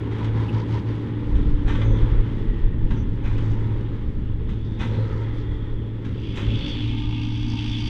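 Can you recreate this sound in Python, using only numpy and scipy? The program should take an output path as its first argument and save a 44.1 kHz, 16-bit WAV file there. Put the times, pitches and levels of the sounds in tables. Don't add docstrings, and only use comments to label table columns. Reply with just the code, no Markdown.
import sys
import numpy as np
from scipy import signal
from scipy.fft import rfft, irfft, next_fast_len
from scipy.io import wavfile
from scipy.ndimage import uniform_filter1d, map_coordinates

SR = 44100
rng = np.random.default_rng(int(sys.argv[2]) if len(sys.argv) > 2 else 0)


def to_wav(s):
    ch = np.atleast_2d(s).T
    pcm = np.round(np.clip(ch, -1, 1) * 32767)
    wavfile.write(sys.argv[1], SR, pcm.astype(np.int16))


N = 347949
TIME = np.arange(N) / SR

# (time [s], speed [Hz])
GOVERNED_SPEED = [(0, 36.75), (1.3, 37.02), (2.5, 36.64), (4.3, 36.63), (6.3, 36.75)]
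# (crank order [1/turn], gain [dB])
EXHAUST_ORDERS = [(1.5, -13), (2, -20.5), (3, 0.5), (4.5, -19.5), (6, -20.5), (7.5, -21.5), (9, -23),
                  (12, -23.5), (15, -31.5)]
# (time [s], gain [dB])
DISTANCE_GAIN = [(0, 1), (1.2, -0.5), (2.7, -3.5), (3.6, -3), (4.3, -6), (5.0, -4.5), (6.3, -4.5)]
# (time [s], gain [dB])
BOOM_GAIN = [(0, 0), (1.5, -0.5), (2.7, 2.5), (3.6, -2), (4.4, 0), (4.87, 2), (5.2, -4), (5.8, -3),
             (6.4, 2)]
# (time [s], relative level [dB])
FAN_LEVEL = [(0.0, -34.5), (0.37, -40), (1.54, -33), (2.1, -38.5), (2.66, -45.5), (3.0, -38.5), (3.6, -41),
             (4.25, -43), (4.6, -51), (5.1, -47), (5.4, -38.5), (5.75, -43), (5.95, -47.5), (6.3, -42.5),
             (6.7, -37.5), (7.05, -37.5), (7.89, -38.5)]
# (time [s], level [dB])
GEAR_LEVEL = [(0, -53), (1.2, -47.5), (2.0, -43.5), (3.0, -45.5), (4.0, -53.5), (4.7, -45), (5.5, -46),
              (6.3, -49)]
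# (crank order [1/turn], gain [dB])
GEAR_ORDERS = [(9, 1), (12, -2.5)]

# (time [s], clatter [dB], rise [s], tilt [dB/oct], panel ring [dB],
# engine load [0-1], packing [0-1], scraping [0-1])
PLUNGER_STROKES = [(0.102, -42.5, 0.015, 0, 2, 0.51, 0.4, 0.6),
                   (1.663, -38, 0.025, 2, -12.5, 0.9, 0.93, 0.8), (3.23, -42, 0.026, 1, -9, 0.81, 0.6, 0.7),
                   (4.783, -36.5, 0.029, 1.5, 2, 0.98, 0.8, 0.96),
                   (6.348, -48, 0.015, 7, -10, 0.82, 0.96, 1)]
# (time [s], level [dB], t60 [s], tilt [dB/oct], panel ring [dB])
PLUNGER_CLANKS = [(.185, -45, .16, 2, 13), (.245, -42, 0.15, 3, 11.5), (.738, -47, 0.2, 0, 16),
                  (.772, -45, 0.12, 2, 15), (1.68, -37.5, 0.13, -1, -6), (1.696, -30, 0.25, -2.5, -2),
                  (1.744, -37, .1, -4, -8), (1.754, -33, .11, -1.5, -12), (1.815, -33, 0.16, -1, -11),
                  (2.91, -41, 0.17, -6.5, -9), (3.251, -41, .22, -2, -9), (3.38, -44, 0.27, 2, 2),
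                  (4.799, -40, .1, -2, 2), (4.813, -35.5, 0.23, -1.5, 8), (4.83, -33, 0.15, -2, -4),
                  (4.946, -42, 0.17, 0.5, 2), (6.371, -37, 0.25, 2, -8), (6.383, -40, 0.18, 1, 10),
                  (6.418, -45, .25, 2, -6)]
# (time [s], knock [dB], panel ring [dB], boom swell [dB])
FEEDER_KNOCKS = [(1.35, -45, -18, 5.5), (2.904, -40, 11, 7.5), (4.486, -45.5, -14, 3),
                 (6.045, -44.5, -6, 3)]
# (time [s], knock [dB], hold [s])
JUDDER_KNOCKS = [(0.37, -48, 0.05), (0.543, -36.5, 0.071), (0.713, -39.5, 0.032), (0.881, -41.5, .03)]
# (frequency [Hz], width [Hz], gain [dB])
STEEL_RINGS = [(1390, 110, -4), (1608, 49, 5), (2050, 37, 4), (2500, 200, -2), (3300, 1600, -4),
               (3850, 350, -4), (6150, 1600, 2.5)]
# (frequency [Hz], gain [dB])
PLUNGER_FRAME_MODES = [(912, -0.5), (1130, 0), (1360, -5.5), (1530, -1.5), (1810, 4), (2030, 1), (2380, -5),
                       (2550, -7.5), (2910, -9), (3060, -2), (3310, -5.5), (3580, -8.5)]
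# (time [s], length [s], frequency [Hz], level [dB])
PANEL_NOTES = [(0.16, 0.16, 955, -45), (0.346, 0.16, 982, -44), (0.422, 0.13, 850, -44),
               (0.535, 0.11, 958, -40), (0.713, 0.085, 947, -41.5), (1.84, 0.26, 985, -47.5),
               (3.3, 0.64, 935, -52.5), (4.95, 0.36, 960, -50)]
# (time [s], length [s], start [Hz], end [Hz], width [Hz], level [dB])
STRAW_SCRAPES = [(0.243, 0.425, 491, 463.5, 36.5, -45), (1.696, 0.44, 541, 485, 50, -42),
                 (2.199, 0.88, 2037, 1720, 109.8, -56), (4.776, 0.56, 530, 465, 55, -42),
                 (4.9, 0.47, 1413, 1264, 99.8, -51.5), (4.999, 0.42, 1903, 1750, 199.3, -56),
                 (5.08, 0.38, 2144, 1950, 69.6, -57), (5.326, 0.56, 2010, 1760, 60.4, -59.5),
                 (6.382, 0.41, 543.4, 498, 54.94, -45)]
# (time [s], length [s], frequency [Hz], width [Hz], level [dB])
JOINT_SQUEAKS = [(0.476, 0.035, 2690, 301, -44), (0.48, 0.026, 9650, 299, -70),
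                 (1.775, 0.25, 6200, 420, -64), (1.84, 0.26, 3420, 201, -53), (2.945, 0.1, 6040, 440, -63),
                 (4.37, 0.82, 3500, 239.5, -59), (4.872, 0.25, 4050, 261, -61),
                 (5.06, 1.03, 3370, 220.6, -57.5)]
# (time [s], length [s], level [dB], tilt [dB/oct])
STALK_FLURRIES = [(.22, 0.067, -61.5, 5), (0.335, 0.12, -57, -4), (0.518, 0.13, -50, -3.5),
                  (0.672, 0.14, -53, -3), (0.846, 0.1, -55.5, -4.5), (3.255, 0.46, -66.5, 13),
                  (4.55, 0.29, -65, -1), (4.91, 0.44, -64, 3), (5.35, 0.11, -59, -3)]

# (time [s], relative level [dB])
HISS_LEVEL = [(6.1, -45), (6.25, -48), (6.43, -44.5), (6.53, -39), (6.62, -39), (6.88, -40), (7.08, -43),
              (7.19, -42), (7.38, -44), (7.66, -38.5), (7.75, -39), (7.89, -40)]
# (time [s], level [dB])
FIZZ_LEVEL = [(6.3, -60.5), (6.5, -61), (6.68, -49), (6.9, -58.5), (7.07, -61), (7.2, -53.5), (7.36, -51.5),
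              (7.54, -46), (7.66, -49), (7.89, -45.5)]
# (frequency [Hz], width [Hz], gain [dB])
COVER_RINGS = [(2180, 16, 3), (2212, 30, 10.5), (2440, 28, 5), (2640, 52, 1), (2810, 18, 0), (3117, 45, 1),
               (3382, 64, 5.5), (3740, 40, 0), (4710, 120, 0)]
# (time [s], length [s], frequency [Hz], level [dB])
COVER_BUZZES = [(6.55, 0.26, 3450, -39.5), (6.57, 0.24, 4420, -51), (7.114, 0.18, 2660, -46),
                (7.417, 0.16, 4900, -60), (7.54, 0.22, 2610, -53), (7.69, 0.077, 3380, -39),
                (7.724, 0.35, 4620, -48.5)]
# (time [s], length [s], frequency [Hz], level [dB])
BONNET_BOOMS = [(6.869, 0.15, 252, -38), (7.2, 0.14, 245, -34.5), (7.385, 0.15, 243, -36)]
# (time [s], level [dB])
BREEZE_LEVEL = [(0, -42), (.7, -42), (1.22, -36), (1.34, -18), (2.2, -24), (2.38, -25.5), (2.9, -21),
                (3.2, -26), (4.2, -24), (4.8, -28.5), (5.8, -26.5), (5.95, -37), (6.55, -27), (7.89, -31.5)]
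# (time [s], peak [dB], pitch [Hz])
EDDY_THUMPS = [(1.362, -17.5, 61.7), (1.432, -22, 44.8), (1.541, -9.5, 25.6), (1.661, -10, 40),
               (1.875, -14, 42), (1.928, -10, 36), (2.038, -9.5, 30), (2.139, -11.5, 42),
               (2.199, -9.5, 30.2), (2.505, -10.5, 36), (2.656, -7.5, 26), (2.851, -11.5, 24),
               (2.922, -15.5, 32), (6.485, -17, 50), (7.431, -21, 30)]

# (frequency [Hz], gain [dB])
REAR_DRONE_SPECTRUM = [(40, -23.5), (70, 9), (130, 3.5), (180, 4), (260, 2.5), (310, -5), (450, -16),
                       (700, -57.5)]
# (frequency [Hz], gain [dB])
FRONT_DRONE_SPECTRUM = [(40, -1), (80, 5), (140, -3), (200, -0.5), (250, 7), (290, -6.5), (350, -8.5),
                        (440, -22.5), (600, -54)]
# (frequency [Hz], gain [dB])
CLASH_SPECTRUM = [(300, 7), (650, -4.5), (900, 3), (1600, -1), (2600, -5.5), (3700, -8), (4400, -21),
                  (6300, -26.5), (8500, -34.5), (13000, -49), (16000, -53)]
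# (frequency [Hz], gain [dB])
CHAMBER_SPECTRUM = [(200, -37), (320, 2), (400, 2), (490, -4), (560, -8.5), (660, -19.5), (900, -45.5)]
# (frequency [Hz], gain [dB])
TINE_SPECTRUM = [(450, -15.5), (680, -9.5), (900, -4.5), (1150, 0), (1500, -1), (1900, -1), (2300, -6),
                 (2800, -13), (3700, -10), (4200, -25.5)]
# (frequency [Hz], gain [dB])
PANEL_SPECTRUM = [(600, -26), (740, -10.5), (840, 1.5), (950, -1.5), (1020, -2.5), (1120, -8)]
# (frequency [Hz], gain [dB])
CHAIN_SPECTRUM = [(1900, -17), (2450, -2.5), (3050, -0.5), (3420, 1), (3750, -9.5), (4100, -15.5)]
# (frequency [Hz], gain [dB])
STRAW_SPECTRUM = [(2500, -15), (3800, 5), (4500, 3), (5300, -2), (6400, -5.5), (7500, -10), (9500, -15.5),
                  (11000, -17), (16000, -34.5)]
# (frequency [Hz], gain [dB])
STALK_SPECTRUM = [(2000, -19), (3100, 5.5), (4200, 1.5), (4500, 4), (4900, 0.5), (5300, -1), (6200, -4.5),
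                  (7200, -13), (8200, -20), (10000, -36), (15000, -45)]
# (frequency [Hz], gain [dB])
HISS_SPECTRUM = [(1200, -20.5), (1900, -10.5), (2200, -9), (2900, 1), (3500, 0), (3900, -11), (4250, -11.5),
                 (4700, -18), (5200, -21), (6100, -24.5), (7000, -31), (9200, -38.5), (10200, -45.5),
                 (15500, -52)]
# (frequency [Hz], gain [dB])
FIZZ_SPECTRUM = [(3800, -5), (4250, -13), (4500, 1.5), (4700, 7), (4900, -1.5), (5250, -2.5), (6000, -4.5),
                 (7000, -20.5), (9300, -23.5), (10200, -39), (15500, -48)]
# (frequency [Hz], gain [dB])
BLOCK_SPECTRUM = [(350, 9.5), (550, -1), (690, -21), (1020, 0), (1130, -5), (1200, 8.5), (1300, -10.5),
                  (1600, 1.5), (1900, -13), (2500, -39)]
# (frequency [Hz], gain [dB])
KNOCK_SPECTRUM = [(700, -21), (790, -11.5), (840, -4.5), (920, -2.5), (960, -10.5), (1050, -18.5)]
# (frequency [Hz], gain [dB])
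WIND_SPECTRUM = [(5, -18.5), (15, 4.5), (35, -2), (55, -2), (80, -7.5), (130, -13), (250, -27.5),
                 (600, -48), (2000, -64)]

# (lead [s], attack [s], hold [s], release [s])
SAG_SHAPE_S = (0.31, 0.325, 0.2258, 0.366)
EFFORT_SHAPE_S = (0.025, 0.19, 0.075, 0.58)
PACKING_SHAPE_S = (0.01, 0.04, 0.3, 0.72)
FEED_SHAPE_S = (0.01, 0.02, 0.069, 0.11)
JUDDER_SHAPE_S = (0.041, 0.044, 0.033, 0.063)
# (base level [dB], rise at full load [dB], weight of DISTANCE_GAIN [ratio])
EXHAUST_MIX = (-27, 9, 0.73)
DRONE_MIX = (-31.5, 2.8, 0.64)
CHAMBER_MIX = (-39, 4.2, 0.93)
TINE_MIX = (-49, 7.2, 1.22)
PANEL_MIX = (-49, 5.8, 1.6)
CHAIN_MIX = (-56.5, 2.6, 0.81)
STRAW_MIX = (-67, 5.7, 1)


def exhaust(turns, front_turns, front, front_db=-26.5, judder_depth_db=6.5):
    rear_db = loaded_db(EXHAUST_MIX, engine_load(EFFORT_SHAPE_S)) + judder_depth_db * judder_swing()
    behind = exhaust_pipe(turns, dull_db_per_order=1.0) * undb(rear_db)
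    ahead = exhaust_pipe(front_turns, dull_db_per_order=1.5) * undb(front_db)
    return (1 - front) * behind + np.sqrt(front) * ahead


def exhaust_pipe(turns, dull_db_per_order, waver_db=0.63):
    note = 0
    for order, db in EXHAUST_ORDERS:
        roughness = 0.11 if order == 3 else 0.18
        angle = 2 * np.pi * (order * turns + rng.random())
        gain = undb(db - dull_db_per_order * max(order - 6, 0))
        in_phase = np.sin(angle) * (1 + roughness * walk(22))
        quadrature = np.cos(angle) * roughness * walk(22)
        note += gain * (in_phase + quadrature)
    return unit(note) * undb(waver_db * walk(20))


def crank(hz, hunt_hz=0.044):
    return np.cumsum(hz + hunt_hz * walk(5)) / SR


def engine_load(shape_s):
    return swells([(s, load) for s, *_, load, _, _ in PLUNGER_STROKES], shape_s)


def drone(turns, front_turns, front, front_db=-32, waver_db=1.0):
    thud_db = swells([(s, db) for s, *_, db in FEEDER_KNOCKS], FEED_SHAPE_S)
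    rear_db = loaded_db(DRONE_MIX, engine_load(EFFORT_SHAPE_S)) + thud_db + curve(BOOM_GAIN)
    rear_pulses = rng.standard_normal(N) * throb(turns, 3, depth=0.76)
    front_pulses = rng.standard_normal(N) * throb(front_turns, 3, depth=0.55)
    behind = colour(rear_pulses, REAR_DRONE_SPECTRUM) * undb(rear_db)
    ahead = colour(front_pulses, FRONT_DRONE_SPECTRUM) * undb(front_db)
    return crossfade(behind, ahead, front) * undb(waver_db * walk(9))


def baler_blows():
    blows = 0
    for s, db, rise_s, tilt_db_oct, panel_db, *_ in PLUNGER_STROKES:
        blows += steelwork(burst(s, db, rise_s, t60_s=0.64), panel_db, tilt_db_oct)
    for s, db, t60_s, tilt_db_oct, panel_db in PLUNGER_CLANKS:
        blows += clank(s, db, t60_s, panel_db, tilt_db_oct)
    for s, db, panel_db, _ in FEEDER_KNOCKS:
        blows += steelwork(burst(s, db, rise_s=0.0054, t60_s=0.38), panel_db, tilt_db_oct=1.0)
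    judder = sum(burst(s, db, rise_s=0.014, t60_s=0.17, hold_s=hold) for s, db, hold in JUDDER_KNOCKS)
    return blows + steelwork(judder, panel_db=6, tilt_db_oct=-3.5)


def steelwork(envelope, panel_db, tilt_db_oct, panel_hz=975, panel_width_hz=80):
    rings = [*STEEL_RINGS, (panel_hz, panel_width_hz, panel_db)]
    impacts = clang(clicks(3200, spread_db=3), wet_db=-3.5)
    return envelope * colour(impacts, CLASH_SPECTRUM, rings, tilt_db_oct)


def clank(s, db, t60_s, panel_db, tilt_db_oct, rise_s=0.0016, crack_db=2.5, ring_db=-5):
    shower = burst(s, db, rise_s, t60_s)
    crack = burst(s, db + crack_db, rise_s, t60_s=0.018)
    hz, mode_db = np.transpose(PLUNGER_FRAME_MODES)
    detune, size, phase = rng.standard_normal((3, len(hz)))
    gains = undb(mode_db + 2 * size + tilt_db_oct * np.log2(hz))
    cycles = np.outer(hz * (1 + 0.008 * detune), TIME[:SR // 3]) + phase[:, None]
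    modes = unit(gains @ np.sin(2 * np.pi * cycles))
    ring = np.pad(modes, (int(s * SR), N))[:N] * burst(s, db + ring_db, rise_s, t60_s=0.2)
    return steelwork(np.hypot(shower, crack), panel_db, tilt_db_oct) + ring


def baler_body(turns, front, stir=0.47, judder_depth_db=4):
    packing = swells([(s, packed) for s, *_, packed, _ in PLUNGER_STROKES], PACKING_SHAPE_S)
    straw_motion = swells([(s, scraped) for s, *_, scraped in PLUNGER_STROKES], PACKING_SHAPE_S)
    straw_motion += swells([(s, stir) for s, *_ in FEEDER_KNOCKS], FEED_SHAPE_S)
    straw_motion += swells([(s, stir) for s, *_ in JUDDER_KNOCKS], JUDDER_SHAPE_S)
    shake = throb(turns, 3, depth=0.068 + 0.15 * packing) * undb(0.57 * walk(25))
    rumble = colour(clicks(900, spread_db=0.5), CHAMBER_SPECTRUM)
    rumble *= undb(loaded_db(CHAMBER_MIX, packing))
    tines = colour(clang(clicks(4000, spread_db=0) * shake, parts=5), TINE_SPECTRUM)
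    tines *= undb(loaded_db(TINE_MIX, packing))
    panel = colour(clicks(1500, spread_db=3) * shake, PANEL_SPECTRUM)
    panel *= undb(loaded_db(PANEL_MIX, packing) + 0.45 * walk(14))
    chains = colour(clang(clicks(3000, spread_db=5.5) * shake, parts=3), CHAIN_SPECTRUM)
    chains *= undb(loaded_db(CHAIN_MIX, packing) + 1.7 * walk(17))
    straw = colour(clicks(4000, spread_db=1) * shake, STRAW_SPECTRUM)
    straw *= undb(loaded_db(STRAW_MIX, straw_motion) + 1.6 * walk(14))
    rattle = (tines + panel + chains) * undb(judder_depth_db * judder_swing())
    return np.sqrt(1 - front) * (rumble + rattle) + (1 - front) ** 2 * straw


def judder_swing():
    judder = swells([(s, 1) for s, *_ in JUDDER_KNOCKS], JUDDER_SHAPE_S)
    return judder - uniform_filter1d(judder, size=SR // 5)


def panel_song(turns):
    return throb(turns, 1, depth=0.24) * rasp_notes(PANEL_NOTES, width_hz=60)


def scrapes_and_squeaks(turns):
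    straw = sum(rasp(*scrape) for scrape in STRAW_SCRAPES)
    joints = sum(rasp(s, length_s, hz, hz, width_hz, db)
                 for s, length_s, hz, width_hz, db in JOINT_SQUEAKS)
    return straw * throb(turns, 3, depth=0.2) + joints


def stalk_snaps(turns):
    flutter = throb(turns, 3.9, depth=0.27) * throb(turns, 1.5, depth=0.28)
    snaps = clicks(1800, spread_db=5.5) * flutter * undb(2.2 * walk(35))
    return sum(colour(snaps, STALK_SPECTRUM, tilt_db_oct=tilt) * undb(db)
               * np.sin(np.pi * progress(s, length_s)) for s, length_s, db, tilt in STALK_FLURRIES)


def engine_front(turns, front, block_db=-48, knock_db=-50, entry_s=0.17):
    pulse = throb(turns, 3, depth=0.18) * throb(turns, 1.5, depth=0.18)
    hiss_ticks = clicks(14000, spread_db=6) * pulse * undb(1.1 * walk(60))
    hiss = colour(hiss_ticks, HISS_SPECTRUM, COVER_RINGS) * undb(curve(HISS_LEVEL) + 0.5)
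    block = colour(rng.standard_normal(N) * pulse, BLOCK_SPECTRUM) * undb(block_db)
    knock_pulses = rng.standard_normal(N) * pulse * undb(2.2 * walk(11))
    knock = colour(knock_pulses, KNOCK_SPECTRUM) * undb(knock_db)
    fizz_ticks = clicks(8400, spread_db=8) * pulse * throb(turns, 1.5, depth=0.19) * undb(2.2 * walk(30))
    fizz = colour(fizz_ticks, FIZZ_SPECTRUM) * undb(curve(FIZZ_LEVEL))
    entry = progress(HISS_LEVEL[0][0], entry_s)
    return entry * (hiss + fizz) + np.sqrt(front) * block + front ** 2 * knock


def covers_and_bonnet(turns):
    covers = throb(turns, 1.5, depth=0.45) * rasp_notes(COVER_BUZZES, width_hz=200)
    return covers + rasp_notes(BONNET_BOOMS, width_hz=16)


def fan(turns, front_turns, front, rear_gain_db=-0.1, front_gain_db=3):
    behind = blade_tone(turns) * undb(rear_gain_db)
    ahead = blade_tone(front_turns) * undb(front_gain_db)
    return crossfade(behind, ahead, front) * undb(curve(FAN_LEVEL))


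def blade_tone(turns, blades=8):
    angle = 2 * np.pi * blades * turns + 0.2 * walk(14)
    return unit(np.sin(angle) * undb(0.23 * walk(13)))


def gears(turns, front, waver_db=2.5, jitter_rad=0.54):
    tones = 0
    for order, db in GEAR_ORDERS:
        gain = undb(db + waver_db * walk(8))
        tones += gain * np.sin(2 * np.pi * order * turns + jitter_rad * walk(14))
    return np.sqrt(1 - front) * unit(tones) * undb(curve(GEAR_LEVEL))


def wind(flutter_db=1.5, thump_width_s=0.02):
    thumps = 0
    for s, db, hz in EDDY_THUMPS:
        envelope = undb(db) * np.exp(-((TIME - s) / thump_width_s) ** 2)
        thumps += envelope * np.sin(2 * np.pi * (hz * (TIME - s) + rng.random()))
    rumble = colour(rng.standard_normal(N), WIND_SPECTRUM)
    return rumble * undb(curve(BREEZE_LEVEL) + flutter_db * walk(14)) + thumps


def rasp(s, length_s, start_hz, end_hz, width_hz, db):
    done = progress(s, length_s)
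    hz = (start_hz + (end_hz - start_hz) * done) * (1 + 0.01 * walk(12))
    angle = 2 * np.pi * np.cumsum(hz) / SR
    band = walk(2 * width_hz) * np.sin(angle) + walk(2 * width_hz) * np.cos(angle)
    return undb(db) * np.sin(np.pi * done) * band


def rasp_notes(notes, width_hz):
    return sum(rasp(s, length_s, hz, hz, width_hz, db) for s, length_s, hz, db in notes)


def clang(impacts, t60_s=0.098, wet_db=-5, parts=1):
    age_s = TIME[:SR // 5]
    tails = rng.standard_normal((parts, len(age_s))) * undb(-60 * age_s / t60_s)
    part_hit = rng.integers(parts, size=N)
    ringing = sum(signal.fftconvolve(impacts * (part_hit == part), tail / np.linalg.norm(tail))[:N]
                  for part, tail in enumerate(tails))
    return unit(impacts + undb(wet_db) * ringing)


def clicks(rate_hz, spread_db):
    struck = rng.random(N) < rate_hz / SR
    polarity = np.sign(rng.standard_normal(N))
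    size = undb(spread_db * np.clip(rng.standard_normal(N), -2, 2))
    return unit(struck * polarity * size)


def colour(x, spectrum, rings=(), tilt_db_oct=0):
    size = next_fast_len(N)
    hz = np.maximum(np.arange(size // 2 + 1) * SR / size, 1)
    points_hz, points_db = np.transpose(spectrum)
    body_db = np.interp(np.log(hz), np.log(points_hz), points_db)
    rolloff_db = -24 * np.log2(np.maximum(hz / points_hz[-1], 1))
    gain = undb(body_db + rolloff_db + tilt_db_oct * np.log2(hz))
    resonance = 1 + sum(undb(db) / (1 + 2j * (hz - ring_hz) / width_hz) for ring_hz, width_hz, db in rings)
    return unit(irfft(rfft(x, size) * gain * resonance, size)[:N])


def burst(s, db, rise_s, t60_s, hold_s=0):
    age_s = np.maximum(TIME - s, 0)
    decay = np.log(1000) * np.maximum(age_s - rise_s - hold_s, 0) / t60_s
    return undb(db) * np.minimum(age_s / rise_s, 1) * np.exp(-np.minimum(decay, 30))


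def swells(events, shape_s):
    lead_s, attack_s, hold_s, release_s = shape_s
    corners_s = np.cumsum([0, attack_s, hold_s, release_s]) - lead_s
    return sum(size * np.interp(TIME - s, corners_s, [0, 1, 1, 0]) for s, size in events)


def loaded_db(mix, load):
    base_db, rise_db, distance_weight = mix
    return base_db + rise_db * load + distance_weight * curve(DISTANCE_GAIN)


def throb(turns, order, depth):
    return unit(np.exp(depth * np.cos(2 * np.pi * order * turns)))


def walk(rate_hz):
    steps = rng.standard_normal(4096)
    coarse_s = TIME[::8]
    drift = map_coordinates(steps, [coarse_s * rate_hz], order=2, mode="wrap")
    return unit(np.interp(TIME, coarse_s, drift))


def crossfade(behind, ahead, front):
    return np.sqrt(1 - front) * behind + np.sqrt(front) * ahead


def progress(s, length_s):
    return np.clip((TIME - s) / length_s, 0, 1)


def curve(table):
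    return np.interp(TIME, *np.transpose(table))


def undb(db):
    return 10 ** (np.asarray(db) / 20)


def unit(x):
    return x / np.sqrt(np.mean(x ** 2))


def scene(sag_hz=0.62, front_crank_hz=37.4):
    front = progress(6.3, length_s=0.72)
    turns = crank(curve(GOVERNED_SPEED) - sag_hz * engine_load(SAG_SHAPE_S))
    front_turns = crank(front_crank_hz)
    tractor = sum(source(turns, front_turns, front) for source in (exhaust, fan, drone))
    tractor += engine_front(front_turns, front) + covers_and_bonnet(front_turns) + gears(turns, front)
    baler = baler_body(turns, front) + panel_song(turns) + baler_blows()
    baler += scrapes_and_squeaks(turns) + stalk_snaps(turns)
    return (tractor + baler + wind())[None]


def record(dry, hiss_db=-81, cutoff_hz=15600):
    noisy = dry + undb(hiss_db) * rng.standard_normal(dry.shape)
    return signal.sosfilt(signal.ellip(8, 0.2, 70, cutoff_hz, fs=SR, output="sos"), noisy)


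dry = scene()
out = record(dry)
to_wav(out)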